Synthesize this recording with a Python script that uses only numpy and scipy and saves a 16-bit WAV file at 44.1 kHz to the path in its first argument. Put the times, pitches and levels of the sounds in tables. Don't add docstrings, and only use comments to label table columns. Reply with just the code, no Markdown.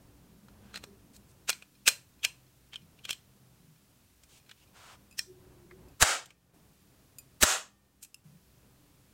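import sys
import numpy as np
from scipy import signal
from scipy.fft import rfft, irfft, next_fast_len
from scipy.io import wavfile
from scipy.ndimage import uniform_filter1d

SR = 44100
rng = np.random.default_rng(int(sys.argv[2]) if len(sys.argv) > 2 else 0)


def master(y):
    cut = np.clip(np.atleast_2d(y).T, -1, 1)
    pcm = np.round(cut * 32767)
    wavfile.write(sys.argv[1], SR, pcm.astype(np.int16))


N = 402633
TIME = np.arange(N) / SR
AGE = TIME[:SR // 2]
HIT = 6144
CASTING_RIPPLE_DB = 4

# f/Hz, level/dB, t60/s
FRAME_MODES = [(1200, -9, 0.034), (1570, -4.5, 0.054), (1720, -5, 0.048), (2435, 6.5, 0.058),
               (2610, -3, 0.034), (3280, -2.5, 0.071), (3430, -13.5, .04), (4145, 7, .04), (5310, 1, 0.067),
               (6500, -9, 0.043), (8600, -16.5, .035), (8620, -9.5, .04), (8160, -14, .04),
               (11490, -14.5, .03)]
# f/Hz, relative level/dB per Hz
CONTACT_COLOUR = [(60, -32.5), (250, -26), (480, -9), (900, -16.5), (1500, -3.5), (2050, -7), (2600, 0.5),
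                  (4700, -5), (8500, -2), (10000, -13.5), (13000, -11.5), (15500, -16.5)]


def action():
    return clicks() + spring_pings()


def clicks():
    # t/s, level/dB, bass/dB, treble/dB, struck part f/Hz, its resonance/dB
    blows = [(.484, -54, 21, -4.5, 4100, 6), (0.7423, -38.5, 9, -8, 4130, 10),
             (.758, -32.5, -1, -15, 4120, -5), (0.774, -38, 6, -5.5, 2480, 8),
             (.839, -39, 9.5, -2.5, 3950, 1.5), (1.164, -48.5, 5, 17, 4100, 7),
             (1.494, -14.5, -4, -4.5, 1567, 9.5), (1.5011, -18.5, 6, 3, 2250, 3),
             (1.529, -35, -2.5, -17, 4240, 7), (1.623, -44, 7.5, -10, 2477, 6),
             (1.8771, -8, 1.5, 1.5, 2610, 11), (1.881, -8, -6, 5, 1580, 13),
             (1.887, -14.5, 0, 1, 8600, -1.5), (2.233, -36, -2, -1, 3230, 17),
             (2.249, -11.5, -5.5, -5.5, 2646, 11), (2.733, -39.5, -1, -20, 3140, 8),
             (2.741, -40.5, -4, -18, 3120, 8), (2.758, -35, -9, -10.5, 3160, 15),
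             (2.989, -52.5, -7, -20.5, 2700, 11.5), (3.052, -30.5, -4.5, -7, 3280, 14.5),
             (3.0926, -28, -5, -16.5, 2500, 3.5), (3.1076, -21.5, -30, 1.5, 3190, 15),
             (3.1291, -31.5, -6, 2, 3140, 15), (4.235, -51.5, -1, 2.5, 3110, -3),
             (4.494, -48, -4, -16, 2810, 0), (4.5131, -43, -4.5, -20, 2900, 1),
             (5.1915, -21, -5, 6.5, 5550, 13), (5.192, -32.5, 2, 2, 1815, 25.5),
             (5.711, -47.5, 15, -25.5, 2050, 13), (6.258, -49, -9.5, 8, 7540, 3),
             (6.305, -51, 9, -2, 2410, 13), (8.0276, -41.5, 2, 17, 8800, 1), (8.036, -44, -8, 17, 7500, 0),
             (8.048, -47.5, 3, 13, 2630, 1)]
    out = np.zeros(N)
    for start, *strike in blows:
        add(out, start - HIT / SR, blow(*strike))
    return out


def blow(db, bass_db, treble_db, part_hz, part_db, ring_db=-15, part_ring_db=-20, part_t60=0.041, rise_s=.025):
    tone = dict(bass_db=bass_db, treble_db=treble_db, peak_hz=part_hz, peak_db=part_db,
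                ripple_db=CASTING_RIPPLE_DB)
    firm_db, firm_t60_s, chatter_db = -15, 0.017, 33
    t60 = firm_t60_s * 2 ** ((firm_db - db) / chatter_db)
    part_gain = undb(part_ring_db + part_db / 2) * np.sqrt(t60 / .02)
    part = part_gain * np.sin(2 * np.pi * part_hz * TIME[:HIT]) * fade(part_t60)
    crack = burst(CONTACT_COLOUR, t60, **tone)
    hit = crack + part + undb(ring_db) * ring(FRAME_MODES, treble_db)
    lead_in = undb(-15.5) * swell(CONTACT_COLOUR, rise_s, **tone)
    return undb(db) * np.concatenate([lead_in, hit])


def spring_pings(pluck_db=-5):
    # t/s, level/dB, pitch ratio, treble/dB, ring length ratio
    plucks = [(5.111, -55.5, 1.02, -8, 1.8), (5.126, -56.5, 1.02, -11, 1.5), (5.885, -60, 1.04, 0, 1.12),
              (7.1848, -40.5, 1, 11.5, 1.73), (8.0304, -44, 1.03, 12.5, 2), (8.144, -41.5, 1.08, -7, 0.72)]
    # f/Hz, level/dB, t60/s
    spring_modes = [(2460, -7, .05), (2580, -9, 0.06), (4830, -3, 0.0307), (6950, -4.5, .026),
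                    (7150, -3.5, .032), (9000, 1.5, 0.016), (10920, -9, .04), (12000, -7.5, 0.045),
                    (13800, -11, 0.028)]
    out = np.zeros(N)
    for start, db, pitch, treble_db, length in plucks:
        pluck = burst(CONTACT_COLOUR, 0.022, bass_db=-2, treble_db=11.5, ripple_db=CASTING_RIPPLE_DB)
        ping = ring(spring_modes, treble_db, pitch, length) + undb(pluck_db) * pluck
        add(out, start, undb(db) * ping)
    return out


def caps():
    # t/s, crack level/dB, hammer level/dB, roar level/dB, treble/dB, thud/dB re crack
    shots = [(6.0246, -8.5, -9.5, -26.5, -2.5, -19.5), (7.432, -9.5, -1.5, -25.5, 2.5, -8.5)]
    hammer_lead_s = 0.0049
    out = np.zeros(N)
    for start, db, hammer_db, roar_db, treble_db, thud_db in shots:
        hammer = burst(CONTACT_COLOUR, .003, bass_db=5.5, treble_db=2.0)
        add(out, start - hammer_lead_s, undb(hammer_db) * hammer)
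        cap_crack(out, start, db, treble_db)
        add(out, start + 0.00096, undb(db) * gas_puff(thud_db))
        add(out, start, undb(roar_db) * cap_roar(treble_db))
        add(out, start, sympathetic_hum(treble_db))
    return out


def cap_crack(out, start, db, treble_db, swell_db=-9, rise_s=0.032, barrel_db=-12):
    # f/Hz, relative level/dB per Hz
    crack_colour = [(40, -8), (300, -7.5), (700, -3.5), (1500, 2), (2300, -5.5), (5000, -7), (7700, -2.5),
                    (10000, -10.5), (15500, -17)]
    # f/Hz, level/dB, t60/s
    barrel_modes = [(625, 0.5, 0.084), (1334, 1, 0.076), (1532, 1.5, 0.097), (1700, 0.5, .08),
                    (3870, -3.5, 0.11), (5100, -11.5, 0.15), (6900, -3.5, 0.088), (7300, -4, 0.067),
                    (7860, -5, 0.075)]
    tone = dict(treble_db=treble_db, ripple_db=CASTING_RIPPLE_DB)
    lead_in = swell(crack_colour, rise_s, bass_db=-5.0, **tone)
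    add(out, start - HIT / SR, undb(db + swell_db) * lead_in)
    crack = burst(crack_colour, 0.042, **tone)
    add(out, start, undb(db) * (crack + undb(barrel_db) * ring(barrel_modes)))


def gas_puff(thud_db, puff_db=-11, puff_hz=82, thud_hz=255):
    puff = undb(puff_db) * np.sin(2 * np.pi * puff_hz * TIME[:HIT]) * fade(0.046)
    thud = undb(thud_db) * np.sin(2 * np.pi * thud_hz * TIME[:HIT]) * fade(0.029)
    return puff + thud


def cap_roar(treble_db, overload_db=26):
    # f/Hz, relative level/dB per Hz
    roar_colour = [(100, -34.5), (250, -23), (480, -6.5), (700, -6.5), (900, -2), (1400, 0), (2150, -5.5),
                   (3100, -5.5), (4500, -9), (7200, -3.5), (8800, -7.5), (10200, -15.5), (15500, -25.5)]
    roar = limiter(undb(overload_db) * room_tail(roar_colour, treble_db))
    return roar * (1 - np.exp(-AGE / 0.018))


def sympathetic_hum(treble_db, sympathy_db=-70):
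    # f/Hz, level/dB, t60/s
    hum_modes = [(800, -2.5, 1.8), (1179, -4.5, 1.5), (1821, -1.5, 2), (2407, -7.5, 1.6), (3085, -7, 1.4)]
    return undb(sympathy_db + treble_db) * ring(hum_modes, size=2 * SR)


def limiter(x, size=900):
    return x / np.sqrt(1 + uniform_filter1d(x ** 2, size))


def hands(press_db=6, flutter_db=0.5, flutter_rate=64, edge=0.43):
    # start t/s, end t/s, level/dB, bass/dB, treble/dB, resonance f/Hz, its level/dB
    strokes = [(0.604, 0.737, -67, -5, -9, 1600, 9), (0.744, 0.778, -45, -7, -2, 4130, 24),
               (1.13, 1.167, -60.5, -3.5, 13, 4200, 5), (1.28, 1.324, -67.5, -15, 13, 8400, 5),
               (4.276, 4.405, -62, -10.5, 6, 2900, 2.5), (4.559, 4.657, -68, -13, -3.5, 2850, 7),
               (4.72, 4.979, -55.5, -0.5, -1.5, 1323, 5.5)]
    # f/Hz, relative level/dB per Hz
    skin_colour = [(200, -36), (500, -10), (800, -1.5), (1350, -4), (1900, -7.5), (2800, -6.5),
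                   (4500, -10.5), (8500, -12.5), (11000, -23), (15500, -24)]
    out = np.zeros(N)
    for start, end, db, bass_db, treble_db, frame_hz, frame_db in strokes:
        size = int((end - start) * SR)
        rub = noise(len(AGE), skin_colour, bass_db, treble_db, frame_hz, frame_db)[:size]
        pressure_db = press_db * np.linspace(-.5, .5, size) + flutter_db * walk(flutter_rate, size)
        add(out, start, rub * undb(db + pressure_db) * signal.windows.tukey(size, edge))
    for start in rng.uniform(.2, 4.7, size=14):
        tick_db = -66 + 2 * rng.standard_normal()
        add(out, start, undb(tick_db) * ring(FRAME_MODES))
    return out


def room(x, wet_db=-16, build_s=0.0023):
    # f/Hz, relative level/dB per Hz
    walls = [(150, -14.5), (600, -4.5), (2600, -7.5), (4200, -6.0), (7500, -4.5), (11000, -3.5), (16000, -6.5)]
    tail = room_tail(walls) * (1 - np.exp(-AGE / build_s))
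    return undb(wet_db) * signal.fftconvolve(x, tail / np.sqrt(np.sum(tail ** 2)))[:N]


def room_tail(colour, treble_db=0):
    # f/Hz, t60/s
    room_decay = [(200, 0.27), (1000, 0.24), (3000, 0.25), (7500, 0.23), (11000, 0.21), (16000, .215)]
    size = len(AGE)
    spectrum = rfft(noise(size, colour, treble_db=treble_db, ripple_db=4.5, spacing_hz=60.57))
    hz = np.arange(len(spectrum)) * SR / size
    centres, t60s = np.transpose(room_decay)
    tail = np.zeros(size)
    for share, t60 in zip(np.eye(len(t60s)), t60s):
        tail += irfft(spectrum * np.interp(hz, centres, share), size) * fade(t60, size)
    return tail


def background():
    # start t/s, end t/s, level/dB
    lulls = [(6.023, 6.539, -7.5), (7.429, 8.243, -6)]
    lull_db = np.zeros(N)
    for start, end, db in lulls:
        inside = 1. * ((TIME > start) & (TIME < end))
        lull_db += db * uniform_filter1d(inside, size=600)
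    return rumble(lull_db) + drones() + hiss(lull_db)


def rumble(lull_db, rumble_db=-2, waver_db=2.0, boom_rate=6):
    # t/s, level/dB
    rumble_level = [(0.0, -59.5), (1.28, -60.5), (1.85, -65.5), (3.56, -63.5), (3.98, -68), (4.61, -65),
                    (5.4, -60.5), (5.95, -57)]
    # f/Hz, relative level/dB per Hz
    rumble_colour = [(20, -11), (40, -9), (62, -3.5), (90, 0), (130, 0), (200, -7.5), (300, -8), (500, -13),
                     (1000, -18.5), (2500, -30), (8000, -57)]
    # f/Hz, level/dB within the rumble
    booms = [(60, -7.5), (128, -8), (172, -11), (200, -9.5), (245, -15), (290, -14.5), (378, -18)]
    low = noise(next_fast_len(N), rumble_colour)[:N] * undb(rumble_db + waver_db * walk(7.2, N))
    for hz, db in booms:
        phase = 2 * np.pi * hz * TIME
        boom = walk(boom_rate, N) * np.sin(phase) + walk(boom_rate, N) * np.cos(phase)
        low = low + undb(db) * boom
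    rest_db = -64
    level_db = np.interp(TIME, *np.transpose(rumble_level), right=rest_db)
    return low * undb(level_db + .8 * lull_db)


def drones():
    drone_spans = [(.05, 1.31, -65.5, 201.4, 17), (0.824, 1.007, -64, 400, 20), (2.8, 2.93, -61.5, 141, 37),
                   (3.548, 3.781, -64, 155, 21), (5.219, 5.948, -61.5, 366.4, 19),
                   (8.244, 8.383, -57, 161.7, 11.6)]
    out = np.zeros(N)
    for start, end, db, hz, width in drone_spans:
        add(out, start, swish(start, end, db, hz, width, flutter_db=3.5, edge=0.24))
    return out


def swish(start, end, db, hz, width, flutter_db, edge):
    size = int((end - start) * SR)
    f = np.arange(1, SR + 2) / 2
    resonance = 1 / (1 + 1j * (f / hz - hz / f) * hz / width / 2) ** 2
    band = unit(irfft(rfft(rng.standard_normal(2 * SR)) * resonance)[:size])
    return band * undb(db + flutter_db * walk(62.5, size)) * signal.windows.tukey(size, edge)


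def hiss(lull_db, hiss_db=-68):
    # f/Hz, relative level/dB per Hz
    hiss_colour = [(590, -30), (1000, -5), (1680, -5), (2110, -6), (2560, -4), (3180, -5), (15500, -7)]
    return noise(next_fast_len(N), hiss_colour)[:N] * undb(hiss_db + lull_db)


def ring(modes, treble_db=0, pitch=1, length=1, size=HIT):
    hz, db, t60 = np.transpose(modes)
    gain = undb(db + treble_shelf(hz, treble_db) + 1.5 * rng.standard_normal(len(hz)))
    hz = hz * pitch * (1 + 0.0028 * rng.standard_normal(len(hz)))
    total = np.zeros(size)
    for f, g, t in zip(hz, gain, t60):
        total += g * np.sin(2 * np.pi * (f * TIME[:size] + rng.random())) * fade(t * length, size)
    return total / np.sqrt(np.sum(gain ** 2) / 2)


def burst(colour, t60, **tone):
    return noise(HIT, colour, **tone) * fade(t60)


def swell(colour, rise_s, **tone):
    return noise(HIT, colour, **tone) * np.maximum(1 - TIME[:HIT][::-1] / rise_s, 0) ** 2


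def noise(size, colour, bass_db=0, treble_db=0, peak_hz=3000, peak_db=0, ripple_db=0, q=5, spacing_hz=170):
    hz = np.arange(size // 2 + 1) * SR / size
    db = read(colour, hz) + bass_db / (1 + (hz / 1900) ** 6) + treble_shelf(hz, treble_db)
    db = db + peak_db / (1 + (2 * q * (hz / peak_hz - 1)) ** 2)
    modes = rng.uniform(-1, 1, size=256)
    db = db + ripple_db * np.interp(hz / spacing_hz, np.arange(len(modes)), modes)
    random_phase = np.exp(2j * np.pi * rng.random(len(hz)))
    return unit(irfft(undb(db) * random_phase, size))


def treble_shelf(hz, db):
    return db * hz ** 3 / (hz ** 3 + 5000 ** 3)


def read(points, hz):
    f, value = np.transpose(points)
    return np.interp(np.log(np.maximum(hz, 1)), np.log(f), value)


def walk(rate, size):
    steps = rng.standard_normal(size=512)
    return np.interp(TIME[:size] * rate, np.arange(len(steps)), steps)


def fade(t60, size=HIT):
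    return undb(-60 * TIME[:size] / t60)


def undb(db):
    return 10 ** (np.asarray(db) / 20)


def unit(x):
    return x / np.sqrt(np.mean(x ** 2))


def add(track, start, sound):
    i = int(start * SR)
    track[i:i + len(sound)] += sound[:N - i]


def scene():
    rubs = hands()
    tail = (room(action() + rubs) + room(action() + rubs)) / np.sqrt(2)
    return (action() + caps() + rubs + tail + background())[None]


def record(dry):
    ceiling, top_hz = .8, 15850
    rounded = ceiling * np.tanh(dry / ceiling)
    low_pass = signal.ellip(10, .2, 70, top_hz, fs=SR, output="sos")
    return signal.sosfilt(low_pass, rounded)


dry = scene()
out = record(dry)
master(out)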